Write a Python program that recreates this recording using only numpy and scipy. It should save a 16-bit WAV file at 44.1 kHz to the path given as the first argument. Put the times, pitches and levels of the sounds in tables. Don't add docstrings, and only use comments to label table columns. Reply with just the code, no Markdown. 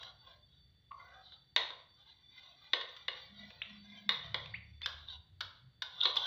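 import sys
import numpy as np
from scipy import signal
from scipy.fft import rfft, irfft, next_fast_len
from scipy.io import wavfile
from scipy.ndimage import uniform_filter1d, minimum_filter1d

SR = 44100
rng = np.random.default_rng(int(sys.argv[2]) if len(sys.argv) > 2 else 0)


def to_wav(s):
    ch = np.atleast_2d(s).T
    pcm = np.round(np.clip(ch, -1, 1) * 32767)
    wavfile.write(sys.argv[1], SR, pcm.astype(np.int16))


N = 276154
TIME = np.arange(N) / SR


def amp(db):
    return 10 ** (np.asarray(db) / 20)


def unit(x):
    return x / np.sqrt(np.mean(x ** 2) + 1e-20)


def along(points, hz):
    freqs, values = np.transpose(points)
    return np.interp(np.log(hz + 1), np.log(freqs + 1), values)


def fader(points):
    return amp(np.interp(TIME, *np.transpose(points)))


def wobble(rate, size=N):
    knots = rng.standard_normal(int(size * rate / SR) + 3)
    return np.interp(np.arange(size) * rate / SR, np.arange(len(knots)), knots)


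def coloured(x, points):
    size = 2 * next_fast_len(len(x) // 2 + 2048, True)
    cepstrum = irfft(np.log(amp(along(points, np.fft.rfftfreq(size, 1 / SR)))))
    cepstrum[1:size // 2] *= 2
    cepstrum[size // 2 + 1:] = 0
    return irfft(rfft(x, size) * np.exp(rfft(cepstrum)))[:len(x)]


def resonance(drive, hz, width_hz):
    carrier = np.exp(2j * np.pi * np.cumsum(hz * np.ones(len(drive))) / SR)
    pole = np.exp(-np.pi * abs(width_hz) / SR)
    baseband = signal.lfilter([1], np.poly([pole, pole]), drive / carrier)
    return unit((baseband * carrier).real)


def in_kitchen(x, wet_db, build_s=0.0015):
    # frequency in Hz, seconds to fall by 60 dB.
    decay = [(200, 0.21), (530, 0.51), (1400, 0.51), (3700, 0.45), (9700, 0.33)]
    # frequency in Hz, gain in dB.
    wall_eq = [(200, -8), (550, 9.5), (1100, 3), (1900, -3.5), (3600, -1), (6000, -3), (8500, -8),
               (15000, 2)]
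    hz, t, noise = signal.stft(rng.standard_normal(SR * 3 // 4), SR, nperseg=256)
    tail_db = along(wall_eq, hz)[:, None] - 60 * t / along(decay, hz)[:, None]
    tail = signal.istft(noise * amp(tail_db), SR, nperseg=256)[1]
    tail *= 1 - np.exp(-(np.arange(len(tail)) / SR / build_s) ** 2)
    response = amp(wet_db) * tail / np.linalg.norm(tail)
    response[0] += 1
    return signal.fftconvolve(x, response)


def hiss(air_db=-79, flicker_db=3.5):
    # frequency in Hz, gain in dB.
    air_eq = [(30, -5.5), (120, -2.5), (250, -1), (500, -7.5), (1100, -15.5), (1550, -12.5), (1950, -7),
              (2500, -17), (3200, -8.5), (3850, -9.5), (4300, -11.5), (5300, -25), (8000, -29.5),
              (13800, -32), (15100, -22.5), (16000, -39)]
    # centre in Hz, width in Hz, relative level in dB.
    bands = [(3499, 58, -2), (4562, 41, -4), (5670, 48, -27.5)]
    # time in seconds, gain in dB.
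    whine_ride = [(0, -70), (.55, -71), (.9, -75.5), (1.5, -72.5), (2.4, -68), (4.0, -68.5), (4.7, -69),
                  (5.3, -79.5), (6.26, -82)]
    air = amp(air_db) * unit(coloured(rng.standard_normal(N), air_eq))
    whine = sum(amp(db + flicker_db * wobble(16)) * resonance(rng.standard_normal(N), hz, width_hz)
                for hz, width_hz, db in bands)
    return air + fader(whine_ride) * whine


def drone(rumble_trim_db=1, hum_trim_db=-1, drift_hz=1.6, fade_s=0.056, fuzz_db=-7, fuzz_width_hz=70):
    # time in seconds, gain in dB.
    rumble_ride = [(0.0, -69), (0.23, -70.5), (0.78, -71), (0.96, -73), (2.91, -78), (3.37, -67.5),
                   (3.97, -71.5), (4.36, -69.5), (6.26, -71)]
    # frequency in Hz, gain in dB.
    rumble_eq = [(20, -30.5), (40, -10), (60, 10), (80, 8), (130, 7.5), (180, -0.5), (260, -20.5),
                 (500, -63)]
    # start and end in seconds, pitch in Hz, level before trim in dB.
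    hums = [(3.288, 3.513, 202.7, -59.5), (3.65, 4.168, 205, -61), (3.996, 4.74, 179, -69.5),
            (4.046, 4.525, 143.3, -63.5), (4.2, 4.795, 109.1, -60), (4.2, 5.264, 75.15, -61.5),
            (5.28, 5.55, 90.5, -63.5), (5.6, 5.734, 127.8, -62)]
    rumble = unit(coloured(rng.standard_normal(N), rumble_eq))
    track = amp(rumble_trim_db) * fader(rumble_ride) * rumble
    for start, end, hz, db in hums:
        swell = np.clip(np.minimum(TIME - start, end - TIME) / fade_s, 0, 1)
        tone = unit(np.sin(2 * np.pi * np.cumsum(hz + drift_hz * wobble(10)) / SR))
        fuzz = amp(fuzz_db) * resonance(rng.standard_normal(N), hz, fuzz_width_hz)
        throb_db = 3 * wobble(28)
        track += swell * amp(db + hum_trim_db + throb_db) * (tone + fuzz)
    return track


def bubbles(wet_db=-5, splash_db=-9, splash_t60=0.045):
    # start in seconds, level in dB, first and target pitch in Hz,
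    # then glide time, attack and 60 dB decay in seconds.
    pockets = [(.909, -36, 1118, 1120, 0.023, 0.01, 0.011),
               (3.6177, -29.5, 2120, 3980, 0.0048, 0.00048, 0.038),
               (4.5385, -33.5, 1693, 3860, 0.029, 0.0046, 0.064),
               (4.811, -54.5, 1870, 2870, 0.069, 0.0007, 0.08),
               (4.819, -51.5, 3650, 5400, 0.016, 0.0021, 0.3),
               (4.829, -37.5, 3490, 3580, 0.015, 0.0042, 0.13), (4.84, -43, 2460, 2890, .02, 0.0022, 0.064)]
    film_eq = [(150, -9), (400, -16), (1900, 11.5), (4000, 6), (6000, -42), (8000, -57)]  # Hz, dB
    track, t = np.zeros(N), np.arange(SR // 10) / SR
    for start, db, first_hz, target_hz, glide_s, attack_s, t60 in pockets:
        hz = target_hz + (first_hz - target_hz) * np.exp(-t / glide_s)
        tone = np.sin(2 * np.pi * np.cumsum(hz) / SR)
        attack = np.minimum(t / attack_s, 1)
        envelope = attack * amp(-60 * np.maximum(t - attack_s, 0) / t60)
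        film = unit(coloured(rng.standard_normal(len(t)), film_eq))
        splash = amp(splash_db - 60 * t / splash_t60) * attack * film
        add(track, start, in_kitchen(amp(db) * envelope * (tone + splash), wet_db))
    return track


def add(track, start_s, sound):
    start = round(start_s * SR)
    sound, start = sound[max(-start, 0):], max(start, 0)
    track[start:start + len(sound)] += sound[:max(N - start, 0)]


def slips(size, kicks_per_s=700, slide_gain=0.82):
    kicks = (rng.random(size) < kicks_per_s / SR) * rng.standard_normal(size)
    return unit(kicks) + slide_gain * rng.standard_normal(size)


def sweeps(whisk_start_s=2.03, turns_per_s=3.93, turn_count=10, sweep_s=0.29):
    # start and end in seconds, strength in dB, depth in the liquid from 0 to 1.
    strokes = [(-.06, 0.124, -49.5, 0.31), (0.199, 0.397, -61, 0.43), (0.464, 0.617, -74, 0),
               (0.916, 1.284, -61.5, 0.91), (1.21, 1.389, -59.5, 0), (1.95, 2.145, -62, 0.08),
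               (4.94, 5.09, -59, 0), (5.069, 5.177, -50.5, 0), (5.543, 5.606, -65.5, .05),
               (5.877, 6.049, -51, 0.07), (5.982, 6.125, -41.5, 0.08), (6.118, 6.33, -43, 0.13)]
    # time in seconds, strength in dB.
    effort = [(2.17, -73.5), (2.42, -60.5), (2.7, -64), (2.95, -60), (3.45, -57.5), (3.7, -62.5),
              (4.15, -57), (4.45, -63.5)]
    shallow = np.array([-12.5, -25, 1.5, -25])
    deep = np.array([1.5, -3, -10.5, -22.5])
    whisk = np.array([-9.5, -4.5, 0, -19])
    singles = [(start, end, db + shallow + depth * (deep - shallow)) for start, end, db, depth in strokes]
    starts = whisk_start_s + np.arange(turn_count) / turns_per_s
    efforts_db = np.interp(starts + sweep_s / 2, *np.transpose(effort))
    return singles + [(start, start + sweep_s, db + whisk) for start, db in zip(starts, efforts_db)]


def stirring(wet_db=-9, width_hz=100, scatter_hz=55, slide_hz=120, flutter_db=4, grip_db=2, grip_rate=30):
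    # resonance in Hz, relative level in dB.
    wall_rub = [(380, -21), (540, -9.5), (760, -1), (1070, 0.5), (1490, 2.5)]
    liquid_swish = [(2020, 2), (2400, -3)]
    spoon_scrape = [(2920, -7.5), (3210, -2.5), (3490, 3), (3720, 0), (3920, 1.5), (4120, -6.5),
                    (4380, -10.5), (4780, -17)]
    sizzle = [(5400, 3.5), (5780, 5.5), (6450, -11), (6900, -14), (7550, -20.5), (10400, -21), (15150, -3)]
    track = np.zeros(N)
    for start, end, mix_db in sweeps():
        size = round((end - start) * SR)
        travel, friction = np.linspace(-1, 1, size), slips(size)
        pressure = (1 - travel ** 2) * amp(grip_db * wobble(grip_rate, size))
        for modes, voice_db in zip((wall_rub, liquid_swish, spoon_scrape, sizzle), mix_db):
            voice = np.zeros(size)
            for hz, db in modes:
                centre_hz = hz + scatter_hz * rng.normal() + slide_hz * rng.normal() * travel
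                feed = amp(db + flutter_db * wobble(22.4, size))
                voice += feed * resonance(friction, centre_hz, width_hz)
            add(track, start, amp(voice_db) * pressure * unit(voice))
    track = coloured(track, [(150, -18), (450, -0.5)])
    return in_kitchen(track, wet_db)[:N]


def squeaks(wet_db=-4, rough_radians=0.68):
    # centre in seconds, dry peak in dB, pitch in Hz, half length in seconds.
    squeals = [(5.087, -37, 3630, 0.0016), (6.01, -25.5, 3700, 0.0034), (6.0144, -18, 3500, .001),
               (6.035, -22, 3700, 0.0024), (6.057, -17, 3940, 0.0015), (6.172, -21.5, 3450, 0.0041)]
    track, t = np.zeros(N), np.arange(-SR // 50, SR // 50) / SR
    for centre_s, db, hz, half_s in squeals:
        tone = np.sin(2 * np.pi * hz * t + rough_radians * wobble(900, len(t)))
        add(track, centre_s + t[0], amp(db) * np.exp(-(t / half_s) ** 2) * tone)
    return in_kitchen(track, wet_db)[:N]


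def clink(hardness, bowl_hz, spoon_hz, contact_s, knock_db=-8, body_db=9, glaze_db=6):
    # mode in Hz, relative level in dB, width in Hz.
    bowl_modes = [(397, -11.5, 69), (506, -4.5, 105), (752, -12.5, 130), (1080, -8, 220), (1580, -9.5, 200),
                  (1867, -10.5, 126), (2137, -6.5, 330), (2365, -15, 440), (2920, -9.5, 76),
                  (3424, 0.5, 310), (3640, 1, 210), (4160, -5, 220), (4430, -12.5, 200), (4740, -3, 280),
                  (5620, -10, 230), (6910, -19.5, 270)]
    # hardness from 0 to 1, then relative thud, edge and tick levels in dB.
    touch = [(0, -9, -45.5, -52.5), (.5, -22.5, -28.5, -39), (1, -28, -9.5, -28.5)]
    # frequency in Hz, gain in dB.
    tick_eq = [(3000, 1.5), (6500, -3.5), (7600, 7), (8800, -3), (10500, -3.5), (12000, -0.5), (13500, -6),
               (15200, 9), (16500, -22.5)]
    grid, *levels = np.transpose(touch)
    thud_db, edge_db, tick_db = (np.interp(hardness, grid, level) for level in levels)
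    t = np.arange(SR // 32) / SR
    chatter = rng.standard_normal(len(t)) * np.exp(-(t / contact_s) ** 2)
    chatter[0] += 5
    modes = bowl_modes + [(bowl_hz, -2, 280), (spoon_hz, -3, 280)]
    balance = [(800, thud_db), (1000, knock_db), (2450, knock_db),
               (2800, -body_db), (4400, -body_db), (4800, edge_db)]
    ring = sum(amp(db + along(balance, hz) + body_db) * resonance(chatter, hz, width_hz)
               for hz, db, width_hz in modes)
    ring = coloured(ring, [(80, -19), (330, -4), (6400, 1.5), (8500, -22)])
    bright_tick = amp(tick_db + glaze_db) * unit(coloured(chatter, tick_eq))
    return ring + bright_tick


def clinks(trim_db=-17, wet_db=-4):
    # start in seconds, relative level in dB, hardness from 0 (cushioned by liquid) to 1
    # (bare glaze), leading bowl mode and spoon mode in Hz, contact time in seconds.
    knocks = [(.031, -43, 0.99, 1500, 3930, 0.0021), (1.321, -54, 0.1, 1520, 3630, .0016),
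              (1.5625, -16, 0.59, 1964, 3720, 0.00072), (1.7032, -40.5, 0.08, 1040, 3630, 0.0033),
              (2.7332, -19, 0.29, 1975, 3727, 0.0027), (2.811, -32.5, 0.2, 1910, 3800, 0.0044),
              (2.965, -46.5, 0.8, 1350, 3560, 0.0049), (3.0812, -26, 0.25, 2010, 2960, 0.0048),
              (3.504, -49, 0, 2280, 3380, .002), (4.0916, -18, 0.64, 2004, 3577, 0.0009),
              (4.344, -24, 0.32, 1985, 3800, 0.0015), (4.4581, -44, .55, 2330, 3560, .0033),
              (4.8173, -41.5, 0.6, 2060, 3400, .0009), (4.8596, -26.5, .85, 1643, 3360, 0.0024),
              (5.4063, -30, 0.87, 1522, 4420, .0075), (5.82, -29.5, 0.87, 1510, 3705, 0.0068),
              (6.0331, -36.5, 1, 1040, 3470, 0.0075), (6.054, -22.5, 0.15, 1174, 3390, 0.0043),
              (6.157, -35.5, .95, 1000, 3890, .005), (6.1666, -30.5, 0.86, 978, 3660, 0.0028)]
    track = np.zeros(N)
    for start, db, hardness, bowl_hz, spoon_hz, contact_s in knocks:
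        hit = amp(db + trim_db) * clink(hardness, bowl_hz, spoon_hz, contact_s)
        add(track, start, in_kitchen(hit, wet_db))
    return track


def scene():
    return (clinks() + squeaks() + bubbles() + stirring() + drone() + hiss())[None]


def record(dry, ceiling_db=-13.2, window_samples=89, top_hz=15600):
    needed = np.minimum(1, amp(ceiling_db) / (np.abs(dry) + 1e-9))
    gain = uniform_filter1d(minimum_filter1d(needed, window_samples), window_samples)
    size = next_fast_len(N + SR // 4)
    passband = np.fft.rfftfreq(size, 1 / SR) < top_hz
    return irfft(rfft(dry * gain, size) * passband, size)[:, :N]


dry = scene()
out = record(dry)
to_wav(out)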